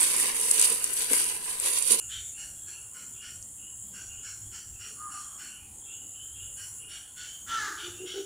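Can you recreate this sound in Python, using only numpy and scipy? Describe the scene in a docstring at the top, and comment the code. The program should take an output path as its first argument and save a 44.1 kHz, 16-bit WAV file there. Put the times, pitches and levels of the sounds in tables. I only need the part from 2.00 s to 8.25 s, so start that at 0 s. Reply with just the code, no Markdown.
"""Dusk under trees

Insects ring their wing plates over a faint far rumble. A frog's chaotic larynx rasps in bouts, about
three times a second, among smaller callers' rising trills. A crow caws through its resonant throat,
far off and then nearer; there is one dry tap, and a low voice ends with four ever louder hoots.
Trunks and leaves scatter the calls into reverberation."""
import sys
import numpy as np
from scipy import signal
from scipy.fft import rfft, irfft, next_fast_len
from scipy.io import wavfile
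from scipy.ndimage import map_coordinates

SR = 44100
rng = np.random.default_rng(int(sys.argv[2]) if len(sys.argv) > 2 else 0)


def wav_out(sig):
    """Save sig, one row per channel (or a flat mono array), as 16-bit PCM at SR to the path in sys.argv[1]."""
    wavfile.write(sys.argv[1], SR, np.round(np.clip(np.atleast_2d(sig).T, -1, 1) * 32767).astype(np.int16))


N = 275625


def amp(db):
    """Amplitude ratio of a level in decibels."""
    return 10 ** (np.asarray(db) / 20)


def unit(x):
    """Normalisation to rms 1."""
    return x / np.sqrt(np.mean(x ** 2) + 1e-20)


def along(points, hz):
    """Interpolation of (frequency [Hz], value) points on a logarithmic frequency axis."""
    f, v = np.transpose(points)
    return np.interp(np.log(hz + 1), np.log(f + 1), v)


def wobble(rate, size):
    """Smooth random modulation: a spline through `rate` Gaussian values a second."""
    knots = rng.standard_normal(int(size * rate / SR) + 4)
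    return map_coordinates(knots, [np.arange(size) * rate / SR])


def filtered(x, response):
    """Linear filtering: the spectrum of x times a frequency response."""
    size = next_fast_len(len(x) + 8192)
    return irfft(rfft(x, size) * response(np.fft.rfftfreq(size, 1 / SR)), size)[:len(x)]


def coloured(x, spectrum):
    """Spectral shaping by (frequency [Hz], level [dB]) points, normalised to rms 1."""
    return unit(filtered(x, lambda hz: amp(along(spectrum, hz))))


def noise(spectrum, size):
    """White noise shaped by a spectral envelope, at rms 1."""
    return coloured(rng.standard_normal(size), spectrum)


def cycle(hz):
    """Phase in radians as the time integral of frequency."""
    return 2 * np.pi * np.cumsum(hz) / SR


def swell(t, length, rise, fall):
    """Envelope with a quarter-sine attack and release; times in seconds."""
    attack, release = np.clip(t / rise, 0, 1), np.clip((length - t) / fall, 0, 1)
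    return np.sin(np.pi / 2 * attack) * np.sin(np.pi / 2 * release)


def arches(rows, rise_share):
    """Level contour: one excursion from zero for each (time [s], duration [s], height [dB]) row."""
    t = np.arange(N) / SR
    return sum(db * swell(t - start, length, rise_share * length, (1 - rise_share) * length)
               for start, length, db in rows)


def add(track, start_s, x):
    """Superposition of x on the track from start_s onward."""
    start = round(start_s * SR)
    x = x[max(-start, 0):max(N - start, 0)]
    track[max(start, 0):][:len(x)] += x


def among_trees(x, wet_db):
    """Reverberation: direct sound and decaying scatter from trunks and leaves, at unit total energy."""
    # decay of the wood: (frequency [Hz], reverberation time [s])
    decay_times = [(300, 0.97), (1400, 0.68), (3000, 0.55), (6000, 0.71), (14000, 0.52)]
    hz, t, spectra = signal.stft(rng.standard_normal(SR), SR, nperseg=256)
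    decay = 1000. ** (-t / along(decay_times, hz)[:, None])
    tail = signal.istft(spectra * decay, SR, nperseg=256)[1]
    response = amp(wet_db) * tail / np.linalg.norm(tail)
    response[0] += 1  # direct path
    return signal.fftconvolve(x, response / np.linalg.norm(response))


def through_leaves(x, depth_db):
    """Multipath interference in foliage: narrow bands brighten and fade independently."""
    spectra = signal.stft(x, nperseg=1024)[2]
    patch = np.outer(signal.windows.hann(7), signal.windows.hann(29))  # bins by frames
    field = unit(signal.fftconvolve(rng.standard_normal(spectra.shape), patch, mode="same"))
    gain = unit(amp(depth_db * 2 * np.tanh(field / 2)))
    return signal.istft(spectra * gain, nperseg=1024)[1][:N]


def rasping_frog():
    """Chaotic vibration of the larynx broadens each partial; strain lifts the pitch and adds a screech."""
    # calls: (time [s], level [dB], duration [s], relative screech level [dB])
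    rasps = [(-.19, -48, .13, -17), (.086, -49.5, 0.14, 7), (.361, -50, 0.13, -20),
             (.657, -50.5, 0.11, -21), (0.933, -52.5, .14, -13.5), (1.208, -50, .14, -6.5),
             (1.928, -50.5, 0.14, -14.5), (2.223, -49, 0.13, -14), (2.508, -49, 0.13, -8),
             (2.787, -48.5, 0.15, -11), (3.096, -50.5, .16, -16), (3.376, -50.5, .14, -8),
             (4.561, -50.5, .14, -11), (4.882, -49, .13, 2.5), (5.156, -49.5, .15, 3.5),
             (5.469, -47, 0.14, 3), (5.766, -45.5, .14, 4), (6.052, -48.5, 0.18, 5.5)]
    # partials of the larynx: (harmonic number, level [dB])
    partials = [(1, -3.5), (2, -1.5), (3, -6), (4, -0.5), (5, -28)]
    # hiss of the call: (frequency [Hz], level [dB])
    hiss_spectrum = [(1130, -65), (1350, -1), (1600, 4), (1950, -8), (2300, -3.5), (3100, -4), (3750, -29),
                     (4300, -8.5), (4850, -10), (5600, 3), (6200, -25), (7000, -6), (10000, -28)]
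    # screech band: (ratio to centre frequency, level [dB])
    screech_shape = [(.38, -38), (.53, -11), (.77, -8.5), (.93, 6), (1.03, 4.5), (1.16, -4), (1.38, -21.5),
                     (2, -28), (2.8, -44)]
    out, t = np.zeros(N), np.arange(SR // 4) / SR
    for start, db, length, screech_db in rasps:
        strain = amp(screech_db)
        pitch_hz, screech_hz = 1449 + 13 * strain, 2927 + 212 * strain
        phase = cycle(pitch_hz * (1 + 0.0252 * wobble(655, len(t)) + 0.01404 * wobble(120.2, len(t))))
        voice = np.zeros(len(t))
        for k, level in partials:
            # upper partials build more slowly with the pressure, and hold on longer
            envelope = swell(t, length + 0.015 * (k - 1), 0.032 + 0.012 * k, 0.12)
            voice += amp(level) * np.sin(k * phase + 0.89 * wobble(399, len(t))) * envelope
        hiss = amp(-2.5) * noise(hiss_spectrum, len(t)) * swell(t, length, 0.046, 0.089)
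        screech_spectrum = [(ratio * screech_hz, level) for ratio, level in screech_shape]
        screech = strain * noise(screech_spectrum, len(t)) * swell(t, length, 0.042, 0.066)
        call = (voice + hiss + screech) * amp(0.51 * wobble(227, len(t)))
        add(out, start, among_trees(amp(db) * call, wet_db=-4))
    return through_leaves(out, depth_db=4)


def trills():
    """Randomly modulated tones with a faint subharmonic glide exponentially up toward one pitch."""
    # notes of the small callers: (time [s], duration [s], starting pitch [Hz], level [dB])
    notes = [(-.04, 0.09, 2795, -46), (0.324, 0.16, 2720, -53), (0.549, 0.19, 3270, -61),
             (0.707, 0.12, 2735, -50.5), (1.127, 0.099, 3260, -57.5), (1.146, 0.15, 2740, -53),
             (1.569, 0.15, 2770, -54), (1.8, 0.31, 3204, -66.5), (2.076, 0.15, 2788, -51),
             (2.185, 0.12, 3270, -61), (2.401, .11, 3210, -61.5), (2.722, 0.2, 2716, -58),
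             (3.165, 0.23, 3230, -60.5), (3.443, 0.18, 2704, -51), (3.572, .1, 2360, -58),
             (3.797, .18, 3266, -59), (3.852, 0.18, 2688, -51.5), (4.126, 0.17, 2920, -51),
             (4.305, 0.18, 3210, -54.5), (4.347, 0.16, 2712, -50), (4.781, 0.26, 2754, -52),
             (5.011, .11, 3290, -60), (5.252, .12, 3046, -46), (5.932, .22, 2660, -51.5)]
    ceiling_hz, glide_s = 3484, 0.4
    out, t = np.zeros(N), np.arange(SR // 3) / SR
    for start, length, start_hz, db in notes:
        pitch_hz = ceiling_hz + (start_hz - ceiling_hz) * np.exp(-t / glide_s)
        phase = cycle(pitch_hz * (1 + 0.0264 * wobble(900, len(t)) + 0.0185 * wobble(70.5, len(t))))
        tone = np.sin(phase) + amp(-18.5) * np.sin(phase / 2 + wobble(500, len(t)))
        flutter = amp(1.2 * wobble(163.3, len(t)) + 2.2 * wobble(900, len(t)))
        call = unit(tone * flutter) * swell(t, length, 0.043, 0.086)
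        add(out, start, among_trees(amp(db) * call, wet_db=2.5))
    return out


def scrapes(stroke_hz, regular_share, count):
    """Stridulation: a few insects each repeat one scrape at their own rate; the rest blur into noise."""
    crowd = np.zeros(N)
    for _ in range(count):
        rate_hz = stroke_hz * (1 + 0.04 * rng.standard_normal()) * (1 + 0.0005 * wobble(5, N))
        strokes = np.diff(np.floor(np.cumsum(rate_hz) / SR), prepend=0)
        effort = amp(2.5 * wobble(3, N))
        crowd += effort * signal.oaconvolve(strokes, rng.standard_normal(SR // 70))[:N]
    return np.sqrt(regular_share) * unit(crowd) + np.sqrt(1 - regular_share) * rng.standard_normal(N)


def insects():
    """Resonance: bursts of tooth strikes ring the wing plates; a farther crowd shimmers above."""
    # slow drift: (time [s], low buzz level [dB], high buzz level [dB], shimmer level [dB])
    drift = [(0, -46.5, -43.5, -49), (.6, -52, -45, -47.5), (1.15, -52, -47, -50), (1.9, -49.5, -47, -50),
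             (2.15, -44.5, -47, -51.5), (2.6, -50.5, -47, -50.5), (3.1, -49.5, -48, -48.5),
             (4.25, -49.5, -46, -50.5), (4.9, -50, -46.5, -49), (5.7, -48.5, -51, -52.5),
             (6.25, -48, -53.5, -52)]
    # the near insects falter: (time [s], duration [s], depth [dB])
    lulls = [(.72, 0.13, 2), (1.37, .07, 3), (2.7, 0.16, 3), (3.48, 0.41, 7), (4.79, 0.17, 7),
             (4.96, .24, 9)]
    # wing plate modes: (frequency [Hz], bandwidth [Hz], level [dB])
    modes = [(6692, 32, 0.5), (6910, 19, -0.5), (7092, 52, 3), (7300, 170, -2.5), (7440, 38, -6),
             (7625, 105, -1)]
    # spectra of the buzz, the far crowd and the buzz's overtone: (frequency [Hz], level [dB])
    buzz_spectrum = [(5500, -54), (6250, -1.5), (6700, -0.5), (7800, 3), (8300, -13), (11000, -15),
                     (13000, -23)]
    shimmer_spectrum = [(5800, -45), (7000, -19.5), (8100, 3.5), (9100, -1.5), (9800, 4), (10500, -2.5),
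                        (11300, -10.5), (12500, -11.5), (13300, -26), (16000, -32)]
    overtone_spectrum = [(11000, -18.5), (13500, -22), (13800, -2), (14100, -6), (14900, 1), (15400, -13),
                         (15800, -15)]
    stroke_hz, plate_split_hz = 71.1, 7106

    def plates(hz):
        """Lorentzian resonances add in power under the buzz's spectral envelope."""
        power = sum(amp(2 * db) / (1 + (2 * (hz - centre) / width) ** 2) for centre, width, db in modes)
        return amp(along(buzz_spectrum, hz)) * np.sqrt(power)

    times, *levels = np.transpose(drift)
    low_db, high_db, shimmer_db = [np.interp(np.arange(N) / SR, times, db) for db in levels]
    effort_db = 0.9 * wobble(14, N) - arches(lulls, rise_share=0.38)
    throb = 1 + 0.16 * np.cos(cycle(stroke_hz * (1 + 0.0036 * wobble(3.56, N))))
    ring = filtered(scrapes(stroke_hz, regular_share=0.21, count=4), plates)
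    low = filtered(ring, lambda hz: hz < plate_split_hz)
    buzz = (amp(low_db) * unit(low) + amp(high_db) * unit(ring - low)) * amp(effort_db) * throb
    shimmer = coloured(scrapes(stroke_hz, regular_share=0.39, count=3), shimmer_spectrum)
    overtone = coloured(scrapes(stroke_hz, regular_share=0.39, count=2), overtone_spectrum)
    treble = amp(shimmer_db) * shimmer + amp(-61.5 + 0.75 * effort_db) * overtone
    # the shortest waves are scattered most
    return through_leaves(treble, depth_db=5.2) + through_leaves(buzz, depth_db=2)


def evening_air():
    """Ambient noise: a far rumble modulated in the bass, a faint hiss and dull band-limited bumps."""
    # swells of the rumble: (time [s], duration [s], lift [dB])
    swells = [(.02, 0.25, 9), (1.22, 0.36, 7.5), (1.92, 0.38, 7), (2.38, 0.16, 7.5), (2.65, 0.21, 11),
              (3.52, 0.22, 4.5), (4.15, 0.5, 8), (5.85, 0.45, 1)]
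    # spectra of the rumble and the hiss: (frequency [Hz], level [dB])
    rumble_spectrum = [(20, -13), (40, -4.5), (60, 2), (80, -0.5), (101, 3.5), (130, -4.5), (170, -9.5),
                       (280, -12), (450, -17.5), (650, -21.5), (820, -18.5), (1000, -21.5), (1400, -26),
                       (2000, -27.5), (3000, -56)]
    hiss_spectrum = [(1200, -27), (2300, -7), (3200, 14), (3900, -8), (6000, 1), (15000, -0.5)]
    # distant bumps: (time [s], duration [s], centre frequency [Hz], level [dB])
    bumps = [(1.831, 0.21, 200, -59.5), (2.854, 0.14, 423, -64.5), (2.985, 0.13, 296, -68),
             (3.66, 0.17, 210, -62.5)]
    bass_db = -60.5 + arches(swells, rise_share=0.48) + wobble(10, N)
    rumble = through_leaves(noise(rumble_spectrum, N), depth_db=3)
    bass = filtered(rumble, lambda hz: 1 / (1 + (hz / 160) ** 6))
    out = amp(bass_db) * bass + amp(-57.5) * (rumble - bass) + amp(-67.5) * noise(hiss_spectrum, N)
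    t = np.arange(SR // 4) / SR
    for start, length, hz, db in bumps:
        bump = noise([(hz / 2, -30), (hz, 0), (hz * 1.7, -30)], len(t))
        add(out, start, amp(db) * bump * swell(t, length, 0.023, 0.068))
    return out


def crow():
    """Source and filter: a sagging harmonic voice excites the throat; distance leaves only its midrange."""
    # calls: (time [s], duration [s], pitch [Hz], sag [Hz], level [dB], roughness [0-1], nearness [0-1])
    caws = [(0.881, 0.14, 355.5, 4, -64.5, 0.17, 0), (2.955, 0.15, 411.2, 21.2, -41.5, 0, 0.27),
            (3.07, 0.12, 411.5, 10, -43.5, 0.58, .45), (3.18, 0.214, 408, 7.9, -55.5, 0.59, 0),
            (5.458, .25, 462.2, 98, -32, 0.1, 0.91)]
    # throat response heard near and far: (frequency [Hz], level [dB])
    near_throat = [(140, -48), (280, -6.5), (450, -17.5), (650, -18), (860, -12.5), (1060, -12),
                   (1260, -3.5), (1400, 5.5), (1780, 2), (2050, -7.5), (2450, -19), (3100, -11),
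                   (5300, -11), (7000, -7.5), (10000, -43)]
    far_throat = [(400, -41), (800, -68), (980, -1.5), (1200, 19), (1600, -13), (2100, -36), (4000, -58)]
    out, t = np.zeros(N), np.arange(SR // 3) / SR
    for start, length, start_hz, sag_hz, db, roughness, near in caws:
        push = swell(t, length, rise=0.11, fall=0.072)
        rough = np.clip(roughness + 0.63 * (1 - push), 0, 1)  # hoarser as the voice opens and closes
        throat = lambda hz: amp(near * along(near_throat, hz) + (1 - near) * along(far_throat, hz))
        pitch_hz = start_hz - sag_hz * np.minimum(t / length, 1) ** 2
        phase = cycle(pitch_hz * (1 + 0.054 * rough * wobble(343.3, len(t))))
        voice = np.zeros(len(t))
        for k in range(1, 21):
            # the higher a harmonic, the more turbulence smears it
            smear = rng.uniform(0, 2 * np.pi) + 0.09 * k * wobble(250, len(t))
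            voice += throat(k * pitch_hz) * np.sin(k * phase + smear)
        rasp = filtered(rng.standard_normal(len(t)), throat) * (1 + 0.27 * np.cos(phase))
        call = np.sqrt(1 - rough) * unit(voice) + np.sqrt(rough) * unit(rasp)
        add(out, start, among_trees(amp(db) * push * call, wet_db=2.5))
    return out


def leaf_tap():
    """A damped transient: one tiny dry tap on a leaf close by."""
    # tap: (time [s], peak level [dB])
    taps = [(1.426, -28.3)]
    # response of the leaf: (frequency [Hz], level [dB])
    leaf_spectrum = [(3500, -41), (4700, -10), (7000, 10), (8500, 0), (12000, -20)]
    t60_s = 0.009
    out, t = np.zeros(N), np.arange(SR // 50) / SR
    for start, db in taps:
        tap = noise(leaf_spectrum, len(t)) * swell(t, 0.02, 0.0012, 0.005) * amp(-60 * t / t60_s)
        add(out, start, amp(db) * tap / np.abs(tap).max())
    return out


def hoots():
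    """A dominant fundamental makes each arched note hollow; band noise gives it a husky edge."""
    # notes of the low voice: (time [s], duration [s], top pitch [Hz], level [dB])
    notes = [(5.691, 0.052, 352, -47.5), (5.819, 0.093, 361.8, -45.5), (5.978, 0.103, 378.5, -43.5),
             (6.132, .094, 400.7, -36.5)]
    # partials of the voice: (harmonic number, level [dB])
    partials = [(1, -1), (2, -26)]
    # husky noise: (frequency [Hz], level [dB])
    husk_spectrum = [(180, -43), (290, -9), (460, 5.5), (540, -11), (650, -17), (800, -14), (1000, -30)]
    out, t = np.zeros(N), np.arange(SR // 6) / SR
    for start, length, top_hz, db in notes:
        arch = np.sin(np.pi * np.clip(t / length, 0, 1)) - 1
        phase = cycle(top_hz * (1 + 0.137 * arch + 0.024 * wobble(150, len(t))))
        tone = sum(amp(level) * np.sin(k * phase) for k, level in partials)
        flutter = amp(3 * wobble(174, len(t)))
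        husk = amp(-11) * noise(husk_spectrum, len(t))
        call = (unit(tone * flutter) + husk) * swell(t, length, 0.045, 0.035)
        add(out, start, among_trees(amp(db) * call, wet_db=-6.5))
    return out


def scene():
    """Superposition at one microphone: both channels carry the same sum."""
    mono = rasping_frog() + trills() + insects() + evening_air() + crow() + leaf_tap() + hoots()
    return np.array([mono, mono])


def record(dry):
    """Band limiting: an ideal low-pass filter removes the highest treble."""
    cutoff_hz = 15800
    return np.array([filtered(channel, lambda hz: hz < cutoff_hz) for channel in dry])


dry = scene()
out = record(dry)
wav_out(out)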